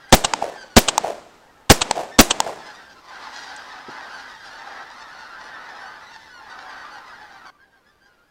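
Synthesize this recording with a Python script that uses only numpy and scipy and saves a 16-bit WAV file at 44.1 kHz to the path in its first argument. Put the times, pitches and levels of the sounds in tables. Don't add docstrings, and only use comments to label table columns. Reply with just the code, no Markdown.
import sys
import numpy as np
from scipy import signal
from scipy.fft import rfft, irfft, next_fast_len
from scipy.io import wavfile
from scipy.ndimage import uniform_filter1d

SR = 44100
rng = np.random.default_rng(int(sys.argv[2]) if len(sys.argv) > 2 else 0)


def to_wav(sig):
    pcm = np.clip(np.atleast_2d(sig), -1, 1) * 32767
    pcm = np.round(pcm).astype(np.int16)
    wavfile.write(sys.argv[1], SR, pcm.T)


N = 366030
TIME = np.arange(N) / SR
CUT_S = 7.503
LEAD_S = .01


def undb(db):
    return 10 ** (np.asarray(db) / 20)


def unit(x):
    return x / np.sqrt(np.mean(x ** 2) + 1e-18)


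def colour(x, points):
    size = next_fast_len(len(x))
    hz, db = np.transpose(points)
    f = np.maximum(np.fft.rfftfreq(size, 1 / SR), 1)
    gain = undb(np.interp(np.log(f), np.log(hz), db))
    return irfft(rfft(x, size) * gain, size)[:len(x)]


def noise(points, size):
    return unit(colour(rng.standard_normal(size), points))


def walk(rate, size):
    knots = np.arange(size) / SR * rate
    return 0.4 * np.interp(knots, np.arange(2048), rng.standard_normal(2048))


def burst(t, rise, hold, decay):
    return np.clip(t / rise, 0, 1) * np.exp(-np.maximum(t - hold, 0) / decay)


def add(out, s, x):
    start = int(s * SR)
    x, start = x[max(-start, 0):], max(start, 0)
    out[start:start + len(x)] += x[:max(len(out) - start, 0)]


# (time [s], blast level [dB], push level [dB], opening delay [s], opening level [dB],
#  shutting delay [s], shutting level [dB], forest delay [s], forest level [dB],
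#  tree knock delay [s], tree knock level [dB])
SHOT_EVENTS = [(0.1249, -1.5, 0, .120, -2, .2112, -2, .288, -1, .3006, -10),
               (0.7656, -1.5, -1.5, .118, -1, .2135, -.5, .268, .5, .2814, -11),
               (1.6992, -1, 0, .116, -2, .2115, -3.5, .253, 0, .279, -14),
               (2.1891, 1, -3, .117, -1, .2135, -2.5, .25, -1.5, .278, -15)]


def shotgun():
    out = np.zeros(N)
    t = np.arange(2 * SR) / SR - LEAD_S
    near = t[:SR // 2]
    for (s, blast_db, push_db, open_s, open_db, shut_s, shut_db,
         forest_s, forest_db, *_) in SHOT_EVENTS:
        opening = undb(open_db) * action_opens(near - open_s)
        shutting = undb(shut_db) * action_shuts(near - shut_s)
        add(out, s - LEAD_S, undb(blast_db) * muzzle(near, push_db))
        add(out, s - LEAD_S, opening + shutting)
        add(out, s - LEAD_S, echoes(t, forest_s, forest_db))
    return out


# (frequency [Hz], relative level [dB])
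BLAST_COLOUR = [(30, -9), (90, -4.5), (190, 2.5), (320, -3), (750, -3), (1100, -10), (2500, -14),
                (4400, -14.5), (8300, -17), (9200, -29), (16000, -47.5)]
# (frequency [Hz], relative level [dB])
BRUSH_COLOUR = [(60, -17), (300, 2.5), (750, 1), (1300, -5.5), (3000, -7.5), (7500, -6), (10000, -12),
                (16000, -25)]


def muzzle(t, push_db):
    size = len(t)
    tick = undb(-21.5) * noise(OPENING_COLOUR, size)
    tick *= burst(t + .005, rise=0.0013, hold=0.0083, decay=.002)
    push = undb(-10.0) * burst(t, rise=0.015, hold=0.0072, decay=0.0017)
    suction = undb(3.0) * burst(t - .0095, rise=0.00097, hold=0.0022, decay=0.004)
    pressure = push - suction
    gas = undb(1.5) * noise(BLAST_COLOUR, size) * burst(t, rise=0.00039, hold=.015, decay=0.0059)
    spit = undb(-11.0) * noise([(3000, -18.5), (9000, -13.5), (16000, -0.5)], size)
    spit *= burst(t - .016, rise=0.00078, hold=0.01, decay=0.0028)
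    brush = undb(-19.5) * noise(BRUSH_COLOUR, size) * burst(t, rise=0.0066, hold=0.026, decay=0.032)
    rustle = brush * undb(2 * walk(180, size))
    return tick + undb(push_db) * pressure + gas + spit + rustle


# (frequency [Hz], relative level [dB])
OPENING_COLOUR = [(60, -9), (250, -9), (850, 4), (1500, -2.5), (2000, -13), (3000, 2), (5500, -7.5),
                  (8300, -2), (9000, -37), (16000, -51.5)]


def action_opens(t):
    scrape = undb(-22) * burst(t + .006, rise=.001, hold=.004, decay=.004)
    stop = undb(-9.0) * burst(t, rise=0.0016, hold=0.0055, decay=0.0047)
    rattle = undb(0.58 * walk(750, len(t)))
    return noise(OPENING_COLOUR, len(t)) * (scrape + stop) * rattle


# (frequency [Hz], relative level [dB])
SHUTTING_COLOUR = [(60, -28.5), (400, -6), (900, 7), (1500, -11.5), (2600, -4.5), (4400, -4), (8200, -4),
                   (9000, -60), (16000, -43)]


def action_shuts(t, ring_hz=880):
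    crack = undb(-6.0) * noise(SHUTTING_COLOUR, len(t))
    crack *= burst(t, rise=0.00024, hold=0.0021, decay=0.00083)
    ring = undb(-3.5) * np.sin(2 * np.pi * ring_hz * t)
    ring *= burst(t, rise=.0007, hold=0.0011, decay=0.0029)
    return crack + ring


# (frequency [Hz], relative level [dB])
MARSH_COLOUR = [(40, -21.5), (200, 1), (700, 5.5), (1400, -3.5), (2500, -7.5), (5000, -12.5), (8000, -16),
                (10000, -29.5), (16000, -48)]
# (frequency [Hz], relative level [dB])
FOREST_COLOUR = [(60, -25), (200, -21.5), (450, -3), (700, 0.5), (950, -9), (1300, -17.5), (3000, -25),
                 (8000, -31.5), (16000, -47.5)]


def echoes(t, forest_s, forest_db, lumpy_db=3.5):
    size = len(t)
    marsh = undb(-34.5) * burst(t, rise=.03, hold=0.23, decay=0.12)
    marsh += undb(-55) * burst(t, rise=.1, hold=.3, decay=0.86)
    since = t - forest_s
    forest = undb(forest_db - 27.0) * burst(since, rise=0.0045, hold=0.052, decay=0.048)
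    forest += undb(-53.0) * burst(since, rise=0.089, hold=0.074, decay=0.099)
    hits = rng.random(size) < 900 / SR
    signs = rng.choice([-1, 1], size)
    trunks = hits * signs * undb(lumpy_db * np.minimum(rng.exponential(size=size), 3))
    scatter = marsh * noise(MARSH_COLOUR, size) * undb(2 * walk(90, size))
    return scatter + forest * unit(colour(trunks, FOREST_COLOUR))


# (time after the nearest [s], level trim [dB])
STAND_REFLECTIONS = [(0, 2), (.013, -14.5), (.027, -8.5), (.057, -12), (.137, -17.5), (.22, -23.5)]


def tree_echoes(hz=680, length=0.002):
    out = np.zeros(N)
    t = np.arange(SR // 25) / SR - LEAD_S
    for s, *_, knock_s, knock_db in SHOT_EVENTS:
        chances = rng.standard_normal((len(STAND_REFLECTIONS), 2))
        for (later_s, db), (detune, phase) in zip(STAND_REFLECTIONS, chances):
            knock_hz = hz * undb(1.2 * detune)
            knock = np.sin(2 * np.pi * (knock_hz * t + phase)) * np.exp(-np.abs(t) / length)
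            tick = undb(-19.5) * noise(MARSH_COLOUR, len(t))
            tick *= burst(t, rise=.0003, hold=0.0011, decay=.002)
            add(out, s + knock_s + later_s - LEAD_S, undb(knock_db + db) * (knock + tick))
    return out


# (time [s], length [s], first pitch before arch [Hz], last pitch before arch [Hz],
#  relative level [dB], tilt [dB per harmonic])
GOOSE_CALLS = [(.083, 0.032, 994, 990, -77, 7), (.522, .068, 1800, 1717, -42, -10),
               (.565, .09, 1620, 1480, -40.5, 2.5), (.694, .07, 1469, 1440, -51, 1),
               (2.07, .06, 1470, 1540, -49, -6), (2.111, 0.065, 1770, 1814, -38, 0),
               (4.1, 0.13, 1530, 1438, -43, 2), (4.17, 0.08, 1420, 1320, -50, 1.5),
               (4.421, 0.072, 1400, 1350, -50, 2.5), (4.71, 0.088, 1805, 1790, -51, -3),
               (4.92, 0.043, 2050, 2040, -52, 4.5), (5.14, 0.13, 1464, 1420, -49, 0),
               (5.302, 0.072, 1387, 1280, -42.5, -2), (5.395, .11, 1455, 1423, -47, 2),
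               (5.52, .072, 1836, 1700, -38, -3), (5.678, 0.066, 1823, 1694, -44, 1),
               (5.77, 0.1, 1807, 1770, -46, 2.5), (5.84, .07, 1458, 1507, -44, 1),
               (6.295, 0.13, 1519, 1355, -43, 0.5), (6.51, 0.024, 1490, 1495, -38, -1),
               (6.649, .1, 1715, 1470, -43, 1), (6.753, .11, 1557, 1470, -44.5, 1),
               (6.89, .09, 1410, 1624, -46, 2), (7.12, 0.039, 1530, 1570, -44.5, -2.5),
               (7.19, .097, 850, 835, -45.5, -2), (7.447, .058, 1520, 1548, -47.5, 2),
               (7.518, 0.078, 1168, 1160, -56, -6.5), (7.59, .075, 1520, 1680, -51, -8),
               (7.719, .07, 1606, 1550, -54.5, -6), (7.85, .07, 1620, 1786, -56.5, 1.5),
               (7.996, .1, 1556, 1584, -56, 0.5), (8.06, .1, 1470, 1400, -58, -4),
               (8.212, .05, 1430, 1400, -62, -9.5)]
# (frequency [Hz], gain [dB])
THROAT_COLOUR = [(500, -11), (850, 1), (1150, -3.5), (1500, 0), (1920, -5), (2250, -14), (3100, -15),
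                 (4600, -11), (5800, -18.5), (7500, -33.5), (11000, -41), (16000, -50.5)]


def near_geese():
    out = np.zeros(N)
    chances = rng.standard_normal((len(GOOSE_CALLS), 2, 44))
    for (s, length, first_hz, last_hz, db, tilt_db), chance in zip(GOOSE_CALLS, chances):
        call = yelp(length, first_hz, last_hz, tilt_db, chance, arch=0.02, jitter=.006, flutter_db=3.7)
        add(out, s, undb(db) * call)
    return undb(1.5) * open_air(colour(out, THROAT_COLOUR), wet_db=-12, decay=.04)


def yelp(length, first_hz, last_hz, tilt_db, chance, arch=.035, jitter=.005, flutter_db=5.0):
    u = np.linspace(0, 1, int(length * SR))
    tremble, flutter = (np.interp(u, np.linspace(0, 1, len(row)), row) for row in chance)
    effort = np.abs(np.sin(np.pi * u))
    glide_hz = first_hz + (last_hz - first_hz) * u
    hz = glide_hz * (1 + arch * (effort - .5) + jitter * tremble)
    turn = np.exp(2j * np.pi * np.cumsum(hz) / SR)
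    step = turn * undb(tilt_db + 4 * (effort - 0.92))
    partial, buzz = turn, 0
    for _ in range(min(9, int(SR / 4 / first_hz))):
        buzz = buzz + partial.imag
        partial = partial * step
    return buzz * np.sqrt(effort) * undb(flutter_db * flutter)


def open_air(x, wet_db, decay):
    t = np.arange(SR // 2) / SR
    tail = rng.standard_normal(len(t)) * np.exp(-t / decay)
    return x + undb(wet_db) * signal.fftconvolve(x, tail / np.linalg.norm(tail))[:N]


# (frequency [Hz], relative level [dB])
BLUR_COLOUR = [(100, -24.5), (180, -20), (260, -4.5), (380, -9), (650, -2), (870, 3.5), (1150, -0.5),
               (1800, -3.5), (2300, -10), (4800, -11.5), (7000, -23.5), (15000, -41)]
ALARM_CALLING = 5.5


def flock(count=780, honk_hz=890, yelp_hz=1590, honk_share=.3, glide_span=.11):
    level_db, treble_db = flock_levels()
    rate = 1 + ALARM_CALLING * undb(level_db - level_db.max())
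    busy = np.cumsum(rate)
    shares = (np.arange(count) + rng.random(count)) / count
    starts = np.interp(shares, busy / busy[-1], TIME) - .04
    characters = rng.random((count, 3))
    moods = rng.standard_normal((count, 3))
    chances = rng.standard_normal((count, 2, 50))
    calls = np.zeros(N)
    for s, (kind, spread, span), (glide, loud, bright), chance in zip(starts, characters, moods, chances):
        if kind < honk_share:
            hz = honk_hz * (1 + .32 * (spread - .5))
        else:
            hz = yelp_hz * (1 + .6 * (spread - .5))
        last_hz = hz * (.975 + glide_span * glide / 2)
        tilt_db = 1.5 * np.clip(bright, -2, 1)
        call = yelp(.035 + .055 * span, hz, last_hz, tilt_db, chance, arch=.05, jitter=.007, flutter_db=5.0)
        add(calls, s, undb(3.0 * np.minimum(loud, 1.7)) * call)
    voices = open_air(colour(calls, THROAT_COLOUR), wet_db=-8, decay=.07)
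    voices /= np.sqrt(uniform_filter1d(voices ** 2, SR // 5) + 1e-12)
    blur = undb(-5) * np.sqrt(rate / rate.max()) * noise(BLUR_COLOUR, N) * undb(1.5 * walk(25, N))
    clamour = undb(-2.5) * voices + blur
    highpass = signal.butter(2, 2600, "high", fs=SR, output="sos")
    treble = signal.sosfiltfilt(highpass, clamour)
    body = clamour - treble
    return undb(level_db) * (unit(body) + undb(treble_db) * unit(treble))


# (time [s], level before lulls [dB], treble relative to it [dB])
CALM_LEVELS = [(0, -47, -9.5), (.6, -49, -4.5), (.8, -56, -4), (1.55, -57, -21), (2.2, -56, -12)]
# (time [s], level before lulls [dB], treble relative to it [dB])
ALARM_LEVELS = [(2.68, -42, -6.5), (3.03, -52, -6), (3.13, -40, -10), (3.38, -39, -5), (3.87, -41, -10),
                (3.94, -37, -14), (4.43, -42, -6), (4.81, -37, -16), (4.88, -42, -10.5), (5.85, -39, -15.5),
                (6.27, -47, -4.5), (6.38, -42, -12), (6.74, -39, -14), (7.37, -46, -11.5),
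                (7.49, -44, -16.5)]
# (middle time [s], half length [s], level change [dB])
CLAMOUR_LULLS = [(4.378, .05, -3), (6.36, .075, -6)]
FAR_FLOCK_DB, FAR_TREBLE_DB = -64, -10.5


def flock_levels():
    s, level_db, treble_db = np.transpose(list(CALM_LEVELS) + list(ALARM_LEVELS))
    lull_db = sum(db * np.exp(-((TIME - middle) / half) ** 2) for middle, half, db in CLAMOUR_LULLS)
    near = TIME < CUT_S
    flock_db = np.where(near, np.interp(TIME, s, level_db) + lull_db, FAR_FLOCK_DB)
    bright_db = np.where(near, np.interp(TIME, s, treble_db), FAR_TREBLE_DB)
    return flock_db, bright_db


# (time [s], level [dB], centre [Hz], half width [octaves], decay [s])
HANDLING_KNOCKS = [(3.562, -37.5, 7000, 0.27, 0.0035), (3.881, -34.5, 235, 0.85, 0.014)]


def handling():
    out, t = np.zeros(N), np.arange(SR // 4) / SR
    for s, db, hz, octaves, decay in HANDLING_KNOCKS:
        band = [(hz / 16 ** octaves, -30), (hz / 2 ** octaves, 0),
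                (hz * 2 ** octaves, 0), (hz * 16 ** octaves, -60)]
        knock = noise(band, len(t)) * burst(t, rise=0.0015, hold=0.0018, decay=decay)
        add(out, s, undb(db) * knock)
    return out


# (frequency [Hz], relative level [dB])
AIR_COLOUR = [(30, 1), (150, -2), (270, -1), (500, -2), (1000, -6), (3000, -14), (8000, -25),
              (14000, -26.5), (16000, -32)]


def still_air():
    level_db = np.where(TIME < CUT_S, -57, -63)
    return noise(AIR_COLOUR, N) * undb(level_db + walk(5, N))


def scene():
    gun = shotgun() + tree_echoes()
    geese = flock() + near_geese()
    return (gun + geese + handling() + still_air())[None]


def record(dry):
    clipped = dry / (1 + (np.abs(dry) / .95) ** 6) ** (1 / 6)
    coupling = signal.butter(1, 3.5, "high", fs=SR, output="sos")
    coupled = signal.sosfilt(coupling, clipped)
    top_cut = signal.ellip(8, .2, 70, 15700, fs=SR, output="sos")
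    return signal.sosfilt(top_cut, coupled)


dry = scene()
out = record(dry)
to_wav(out)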